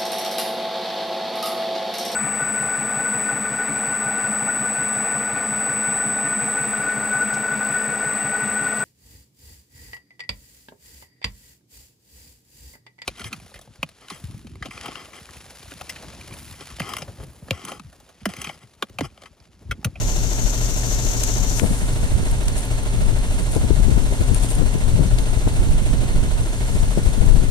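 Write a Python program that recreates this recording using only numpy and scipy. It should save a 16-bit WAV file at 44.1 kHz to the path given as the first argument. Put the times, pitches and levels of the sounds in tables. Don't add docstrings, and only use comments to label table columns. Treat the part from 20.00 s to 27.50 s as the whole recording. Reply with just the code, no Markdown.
import sys
import numpy as np
from scipy import signal
from scipy.fft import rfft, irfft
from scipy.io import wavfile
from scipy.ndimage import uniform_filter1d

SR = 44100
rng = np.random.default_rng(int(sys.argv[2]) if len(sys.argv) > 2 else 0)


def pcm_store(signal):
    levels = np.round(np.clip(np.atleast_2d(signal), -1, 1) * 32767)
    wavfile.write(sys.argv[1], SR, levels.astype(np.int16).T)


N = 330750
T = np.arange(N) / SR
BIN_HZ = np.arange(N // 2 + 1) * SR / N
CYCLE_HZ = 6.6665
UNCOVER_S = 1.597


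def from_db(db):
    return 10 ** (np.asarray(db) / 20)


def rms_one(x):
    return x / np.sqrt(np.mean(x ** 2) + 1e-20)


def by_hz(points):
    hz, value = np.transpose(points)
    return np.interp(np.log(BIN_HZ + 1e-3), np.log(hz), value)


def coloured(x, points):
    return irfft(rfft(x) * from_db(by_hz(points)) * np.sqrt(SR / 2), N)


def drift(rate_hz):
    pole = np.exp(-80 * np.pi * rate_hz / SR)
    slow = signal.lfilter([1], [1, -2 * pole, pole * pole], rng.standard_normal(N // 40 + 2002))[2000:]
    return np.interp(np.arange(N) / 40, np.arange(len(slow)), rms_one(slow))


def resonate(x, hz, width_hz):
    r = np.exp(-np.pi * width_hz / SR)
    feedback = [1, -2 * r * np.cos(2 * np.pi * hz / SR), r * r]
    return signal.lfilter(np.array([1, 0, -1]) * (1 - r * r) / 2, feedback, x)


def noise_band(hz, width_hz):
    return rms_one(resonate(rng.standard_normal(N), hz, width_hz))


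def burst(peak_s, decay_s, swell_s=0.00013):
    return np.exp(-np.minimum(np.where(T < peak_s, (peak_s - T) / swell_s, (T - peak_s) / decay_s), 30))


def chug(crank, uneven_db=2.3, soften_hz=36):
    # (place [cycles], level [dB])
    throbs = [(.07, 0), (.57, 0)]
    # (frequency [Hz], width [Hz], rms [dB])
    panels = [(560.6, 14, -58.5), (747, 6.5, -50.5), (882, 10, -55), (1015, 9.8, -55)]
    cycles, blows = np.arange(-1, int(crank[-1]) + 2), np.zeros(N)
    for place, db in throbs:
        at = np.searchsorted(crank, cycles + place)
        at = at[(at > 0) & (at < N)]
        blows[at] += from_db(db + uneven_db * rng.standard_normal(len(at)))
    return sum(from_db(db) * rms_one(resonate(resonate(blows + 1e-18, hz, width_hz), hz, soften_hz))
               for hz, width_hz, db in panels)


def knocks(crank, uneven_db=1.0, jitter_cycles=0.0065):
    # (place [cycles], pitch [Hz], peak [dB], half length [s])
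    cycle_knocks = [(.06, 775, -40.5, .004), (.14, 590, -37.5, .006), (.57, 925, -44, .004),
                    (.61, 618, -34, .0058)]
    out = 0
    for place, hz, db, half_s in cycle_knocks:
        cycle, turn = np.divmod(crank - place + 1.5, 1)
        force, late = rng.standard_normal((int(crank[-1]) + 4, 2))[cycle.astype(int)].T
        age_s = (turn - .5) / CYCLE_HZ
        swell = np.exp(-((age_s - jitter_cycles * late / CYCLE_HZ) / half_s) ** 2 / 2)
        out += from_db(db + uneven_db * force) * swell * np.sin(2 * np.pi * (hz * age_s + rng.random()))
    return out


def clatter(crank, lead_s, rise_cycles=.055, fall_cycles=0.19, uneven_db=.5, ripple_db=1.3):
    # (place [cycles], level [dB])
    cylinders = [(.005, 16), (.16, -2.5), (.33, 10), (0.494, 15.5), (.66, 2.5), (.82, 9)]
    # (frequency [Hz], density [dB per Hz])
    spectrum = [(25, -72), (50, -62), (90, -65), (150, -59.5), (300, -61.5), (440, -65), (520, -71.5),
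                (620, -67.5), (700, -68.5), (820, -70.5), (950, -68.5), (1200, -74.5), (1350, -70.5),
                (2200, -73), (4200, -77), (5200, -83), (7700, -79.5), (14000, -91.5)]
    # (frequency [Hz], share [0-1])
    repeating = [(100, 0.98), (300, 0.59), (600, 0.89), (1000, 0.46), (1800, 0.03), (3500, 0.32)]
    # (frequency [Hz], share [0-1])
    direct_share = [(100, 0.97), (600, 1), (1600, 0.52), (2400, 0.73), (3500, 0.13), (6000, 0.92),
                    (9000, 0.23)]
    power = 0.86
    for place, knock_db in cylinders:
        cycle, age = np.divmod(crank - place + 1, 1)
        strength = from_db(knock_db + uneven_db * rng.standard_normal(int(crank[-1]) + 4))
        onset = 1 - np.exp(-(age / rise_cycles) ** 2)
        power += strength[cycle.astype(int)] ** 2 * onset * np.exp(-age / fall_cycles)
    period = round(SR / CYCLE_HZ)
    looped = np.array([np.interp(crank % 1 * period, np.arange(period), row)
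                       for row in rng.standard_normal((3, period))])
    fresh = rng.standard_normal((3, N))
    same, direct = by_hz(repeating), by_hz(direct_share)
    straight, *scattered = np.sqrt(same) * rfft(looped) + np.sqrt(1 - same) * rfft(fresh)
    right_lag = np.exp(-2j * np.pi * BIN_HZ * np.array([[0], [lead_s]]))
    field = np.sqrt(direct) * straight * right_lag + np.sqrt(1 - direct) * np.array(scattered)
    ripple = from_db(ripple_db * by_hz([(900, 0), (1200, 1)]) * drift(40)[:len(BIN_HZ)])
    return coloured(irfft(field * ripple, N) * rms_one(np.sqrt(power)), spectrum)


def ticks(crank, per_cycle=3, first_cycles=.235, half_s=.003):
    # (frequency [Hz], width [Hz], rms [dB], lag [cycles])
    rings = [(3240, 270, -60, 0.014), (5900, 630, -57.5, 0), (9490, 370, -57, 0.0017),
             (4130, 150, -53, 0.038)]
    out = 0
    for hz, width_hz, db, lag in rings:
        age_s = ((per_cycle * (crank - first_cycles - lag) + .5) % 1 - .5) / (per_cycle * CYCLE_HZ)
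        snaps = np.exp(-(age_s / half_s) ** 2) * rng.standard_normal((2, N))
        out += from_db(db) * rms_one(resonate(snaps, hz, width_hz))
    return out


def truck(wobble_cycles=0.00588, waver_db=0.2, hum_hz=114.86, hum_db=-32.5, hum_waver_db=.7, lead_s=0.0002):
    # (multiple of the cycle rate, rms [dB])
    orders = [(3, -52), (5, -31), (6, -24.5), (12, -37), (18, -36.5), (38, -46), (40, -47), (60, -50),
              (70, -53.5), (72, -55), (82, -55.5), (84, -48)]
    # (frequency [Hz], width [Hz], rms [dB])
    whine_bands = [(4397, 18, -57), (5870, 180, -53), (6380, 180, -52)]
    crank = CYCLE_HZ * T + wobble_cycles * drift(0.619)
    tones = sum(from_db(db + waver_db * drift(0.64)) * np.sin(2 * np.pi * (order * crank + rng.random()))
                for order, db in orders)
    hum_gain = from_db(hum_db + hum_waver_db * drift(4.5))
    hum = hum_gain * np.sin(2 * np.pi * (hum_hz * T + 0.14 * drift(0.75)))
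    whines = sum(from_db(db) * noise_band(hz, width_hz) for hz, width_hz, db in whine_bands)
    drone = np.sqrt(2) * (tones + hum) + chug(crank) + knocks(crank) + whines
    return clatter(crank, lead_s) + ticks(crank) + np.array([drone, np.interp(T - lead_s, T, drone)])


def concrete_float(grain_db=2.0, pan_db=1.0, sand_per_s=45, sand_db=-3, sand_decay_s=0.00086):
    # (time [s], level [dB])
    stroke = [(0, -7), (1.15, -2), (1.5, -4.5), (1.95, -9.5), (3.1, -13.5), (3.52, -10), (3.78, -10.5),
              (4.5, -9.5), (4.65, -12.5), (5.3, -10.5), (6.2, -16), (6.75, -8.5), (7.5, -13)]
    # (frequency [Hz], level [dB])
    hiss_colour = [(500, -72), (1500, -80.5), (3500, -78.5), (5500, -71.5), (7700, -71), (10500, -80),
                   (14000, -86)]
    # (frequency [Hz], level [dB])
    grit_colour = [(1000, 14), (3500, 18.5), (5500, 14), (8000, 10.5), (11000, 14.5), (14000, 3)]
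    slide = from_db(np.interp(T, *np.transpose(stroke)) + grain_db * drift(57))
    grains = (rng.random(N) < sand_per_s / SR) * np.minimum(rng.exponential(1, N), 3)
    crackle = signal.lfilter([1], [1, -np.exp(-1 / (sand_decay_s * SR))], grains + 1e-18)
    hiss = coloured(slide * rng.standard_normal((2, N)), hiss_colour)
    rasp = rms_one(coloured(rng.standard_normal((2, N)), grit_colour))
    sand = from_db(sand_db) * hiss.std() * np.sqrt(slide) * crackle * rasp
    return (hiss + sand + stones(rasp)) * from_db([[pan_db / 2], [-pan_db / 2]])


def cavity(x, modes):
    return x + sum(from_db(db) * resonate(x, hz, width_hz) for hz, width_hz, db in modes)


def ports(left, right, covered_db=-1.0, open_db=-2.0, changeover_s=0.0078):
    # (frequency [Hz], width [Hz], gain [dB])
    covered_modes = [(6000, 240, 6.5), (6600, 950, 12.5), (13600, 3300, 8)]
    open_modes = [(9140, 390, 10.5), (9550, 320, 10.5), (12600, 1100, -1.5)]
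    right_modes = [(7550, 650, 0.34)]
    free = (1 + np.tanh((T - UNCOVER_S) / changeover_s - 1)) / 2
    covered = from_db(covered_db) * cavity(left, covered_modes)
    opened = from_db(open_db) * cavity(left, open_modes)
    return (1 - free) * covered + free * opened, cavity(right, right_modes)


def wind(gustiness_db=1.2, split_hz=130, gust_ref_db=-18, heave_db=-3, flutter_db=-2.5):
    # (time [s], left level [dB], right level [dB])
    gusts = [(0, -23.5, -24.5), (.7, -25, -42), (1.55, -23.5, -30), (1.78, -20.5, -28), (2.14, -22, -16.5),
             (2.7, -25.5, -31.5), (3.05, -19, -25.5), (3.47, -25.5, -23.5), (3.74, -17, -29),
             (4.08, -19.5, -34), (4.45, -19.5, -29), (5, -17.5, -27.5), (5.4, -21, -22.5),
             (5.7, -22.5, -18), (6.15, -22.5, -19.5), (6.64, -22, -30), (6.85, -17.5, -22),
             (7.15, -18, -33), (7.5, -17, -23)]
    # (frequency [Hz], level [dB])
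    rumble = [(12, -8), (25, -6.5), (50, -13.5), (80, -19), (150, -24.5), (300, -37.5), (600, -50),
              (1200, -65.5), (2400, -76)]
    times_s, *courses_db = np.transpose(gusts)
    low_pass, out = signal.butter(2, split_hz, fs=SR, output="sos"), []
    for course_db in courses_db:
        gust_db = np.interp(T, times_s, course_db) + gustiness_db * drift(3)
        excess_db = gust_db - gust_ref_db
        pressure = coloured(rng.standard_normal(N), rumble)
        lows = signal.sosfiltfilt(low_pass, pressure, padtype="even")
        eddies = np.tanh(drift(26))
        flutter = (pressure - lows) * rms_one(from_db(8 * eddies)) * from_db(flutter_db + 0.28 * excess_db)
        heave = lows * rms_one(from_db(3 * eddies)) * from_db(heave_db + 0.14 * excess_db)
        out.append(from_db(gust_db) * (heave + flutter))
    return np.array(out)


def buffets(extra_fade_s=0.0044, ref_swell_s=0.00513, deepening=0.114):
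    # (time [s], level [dB], swell [s], port [L/R])
    eddies = [(1.055, -19, 0.01, "L"), (1.639, -7.5, .01, "L"), (1.713, -17, 0.017, "L"),
              (2.031, -19.5, 0.0196, "L"), (2.204, -17, 0.025, "R"), (3.009, -21.5, 0.0075, "R"),
              (3.404, -18, 0.0068, "R"), (3.566, -9.5, .005, "L"), (3.643, -14.5, 0.011, "L"),
              (3.707, -8.5, 0.0043, "L"), (3.8, -19, .004, "L"), (3.888, -13.5, 0.021, "L"),
              (3.975, -14, 0.0066, "L"), (4.13, -22, 0.0057, "L"), (4.208, -13.5, 0.0055, "L"),
              (4.318, -14.5, 0.0083, "L"), (4.446, -20, 0.0031, "L"), (4.59, -13, .012, "L"),
              (4.622, -12, .022, "L"), (4.755, -13.5, 0.0073, "L"), (5.006, -9.5, 0.024, "L"),
              (5.471, -11, 0.0046, "L"), (5.62, -14.5, 0.0072, "R"), (5.82, -15, .003, "R"),
              (5.936, -15.5, .012, "R"), (6.034, -17, 0.0087, "R"), (6.182, -18, 0.0067, "R"),
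              (6.235, -19.5, 0.02, "R"), (6.751, -11.5, 0.0021, "L"), (6.98, -10.5, 0.0032, "L"),
              (7.061, -18, 0.0063, "L"), (7.229, -12.5, 0.0074, "L"), (7.319, -19, 0.0044, "L"),
              (7.419, -16, 0.0056, "L")]
    # (frequency [Hz], level [dB])
    colour = [(30, -20), (90, 3.5), (160, 4.5), (250, -3), (450, -11.5), (800, -23), (1400, -34.5),
              (3000, -47.5)]
    turbulence = rms_one(coloured(rng.standard_normal(N), colour))
    turbulence /= np.sqrt(uniform_filter1d(turbulence ** 2, size=400) + .05)
    out = np.zeros((2, N))
    for at_s, db, swell_s, side in eddies:
        push = from_db(db) * burst(at_s, extra_fade_s + swell_s, swell_s)
        speed = (ref_swell_s / swell_s) ** deepening
        out["LR".index(side)] += push * np.interp(at_s + (T - at_s) * speed, T, turbulence)
    return out


def stones(rasp, bite_share=.35, ring_db=12, ring_width_hz=1700, judder_db=7, judder_hz=220):
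    # (time [s], level [dB], decay [s], pitch [Hz])
    grit = [(1.236, -20, .005, 8500), (2.253, -34, .004, 8200), (2.313, -27, .0025, 10500),
            (2.483, -25, .0035, 5900), (2.566, -31, .004, 7000), (2.585, -31.5, .024, 8200),
            (2.652, -40, .012, 11500), (3.33, -41, .025, 8500), (3.4, -41, .03, 8000),
            (3.525, -37.5, .035, 10000), (3.551, -29.5, .003, 7600), (3.566, -29, .0015, 6500),
            (4.346, -24, .003, 9000), (4.362, -33.5, .03, 7900), (4.435, -34, .03, 7900),
            (4.497, -33.5, .03, 8400), (4.549, -35, .01, 8500), (5.186, -31, .004, 4200),
            (5.19, -35, .014, 6000)]
    out = 0
    for at_s, db, decay_s, hz in grit:
        ringing = rms_one(rasp + from_db(ring_db) * resonate(rasp, hz, ring_width_hz))
        out += from_db(db) * burst(at_s, decay_s, bite_share * decay_s) * ringing
    return out * rms_one(from_db(judder_db * np.tanh(drift(judder_hz))))


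def uncovering(rub_db=-27, hiss_db=-33):
    # (frequency [Hz], decay [s], level [dB])
    click_modes = [(1500, .0006, -9.5), (2400, .0007, -6.5), (3300, .0006, -9), (7500, .0002, -13)]
    rub = from_db(rub_db) * burst(UNCOVER_S, decay_s=0.014, swell_s=0.044) * noise_band(8000, 4000)
    hiss = from_db(hiss_db) * burst(UNCOVER_S, decay_s=0.27) * noise_band(8900, 1700)
    age_s, click = np.maximum(T - UNCOVER_S, 0), 0
    for k, (hz, decay_s, db) in enumerate(click_modes):
        fade = np.exp(-np.minimum(age_s / decay_s, 30))
        click += (-1) ** k * from_db(db) * fade * np.sin(2 * np.pi * hz * age_s)
    return rub + hiss + click


def port_pops(gain_db=1.0):
    # (time [s], level [dB], pitch [Hz], port [L/R])
    pops = [(1.621, -11, 270, "L"), (1.633, -9, 350, "L"), (1.643, -9.5, 260, "L"), (2.05, -9.5, 60, "L"),
            (2.157, -7.5, 55, "R"), (3.565, -9, 280, "L"), (3.708, -7.5, 280, "L"), (3.717, -11, 65, "L"),
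            (3.83, -10, 45, "L"), (3.914, -14, 240, "L"), (3.925, -7.5, 60, "L"), (4.1255, -13, 360, "L"),
            (4.211, -7.5, 60, "L"), (4.322, -7, 50, "L"), (4.439, -10, 65, "L"), (4.666, -7.5, 45, "L"),
            (4.756, -14, 240, "L"), (4.94, -6.5, 65, "R"), (4.993, -13, 300, "L"), (5.001, -8, 60, "L"),
            (5.135, -8.5, 50, "L"), (5.374, -8, 55, "L"), (5.375, -16, 370, "L"), (5.461, -8, 50, "L"),
            (5.476, -10, 470, "L"), (5.594, -6, 50, "R"), (5.829, -9, 50, "R"), (6.399, -10, 55, "R"),
            (6.749, -10.5, 60, "L"), (6.975, -6, 280, "L"), (7.074, -4, 50, "L"), (7.222, -15, 360, "L"),
            (7.341, -8.5, 50, "L"), (7.438, -15, 240, "L")]
    out = np.zeros((2, N))
    for at_s, db, hz, side in pops:
        phase = 2 * np.pi * hz * (T - at_s)
        pulse = phase * np.exp(-np.minimum(phase ** 2 - 1, 100) / 2)
        out["LR".index(side)] += rng.choice([-1, 1]) * from_db(db + gain_db) * pulse
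    return out


def scene():
    left, right = ports(*(truck() + concrete_float()))
    return np.array([left + uncovering(), right]) + wind() + buffets() + port_pops()


def record(dry, low_cut_hz=14, high_cut_hz=14300):
    x = signal.sosfilt(signal.butter(2, low_cut_hz, "high", fs=SR, output="sos"), dry)
    x = x / (1 + x ** 6) ** (1 / 6)
    return signal.sosfilt(signal.ellip(12, .2, 90, high_cut_hz, fs=SR, output="sos"), x)


dry = scene()
out = record(dry)
pcm_store(out)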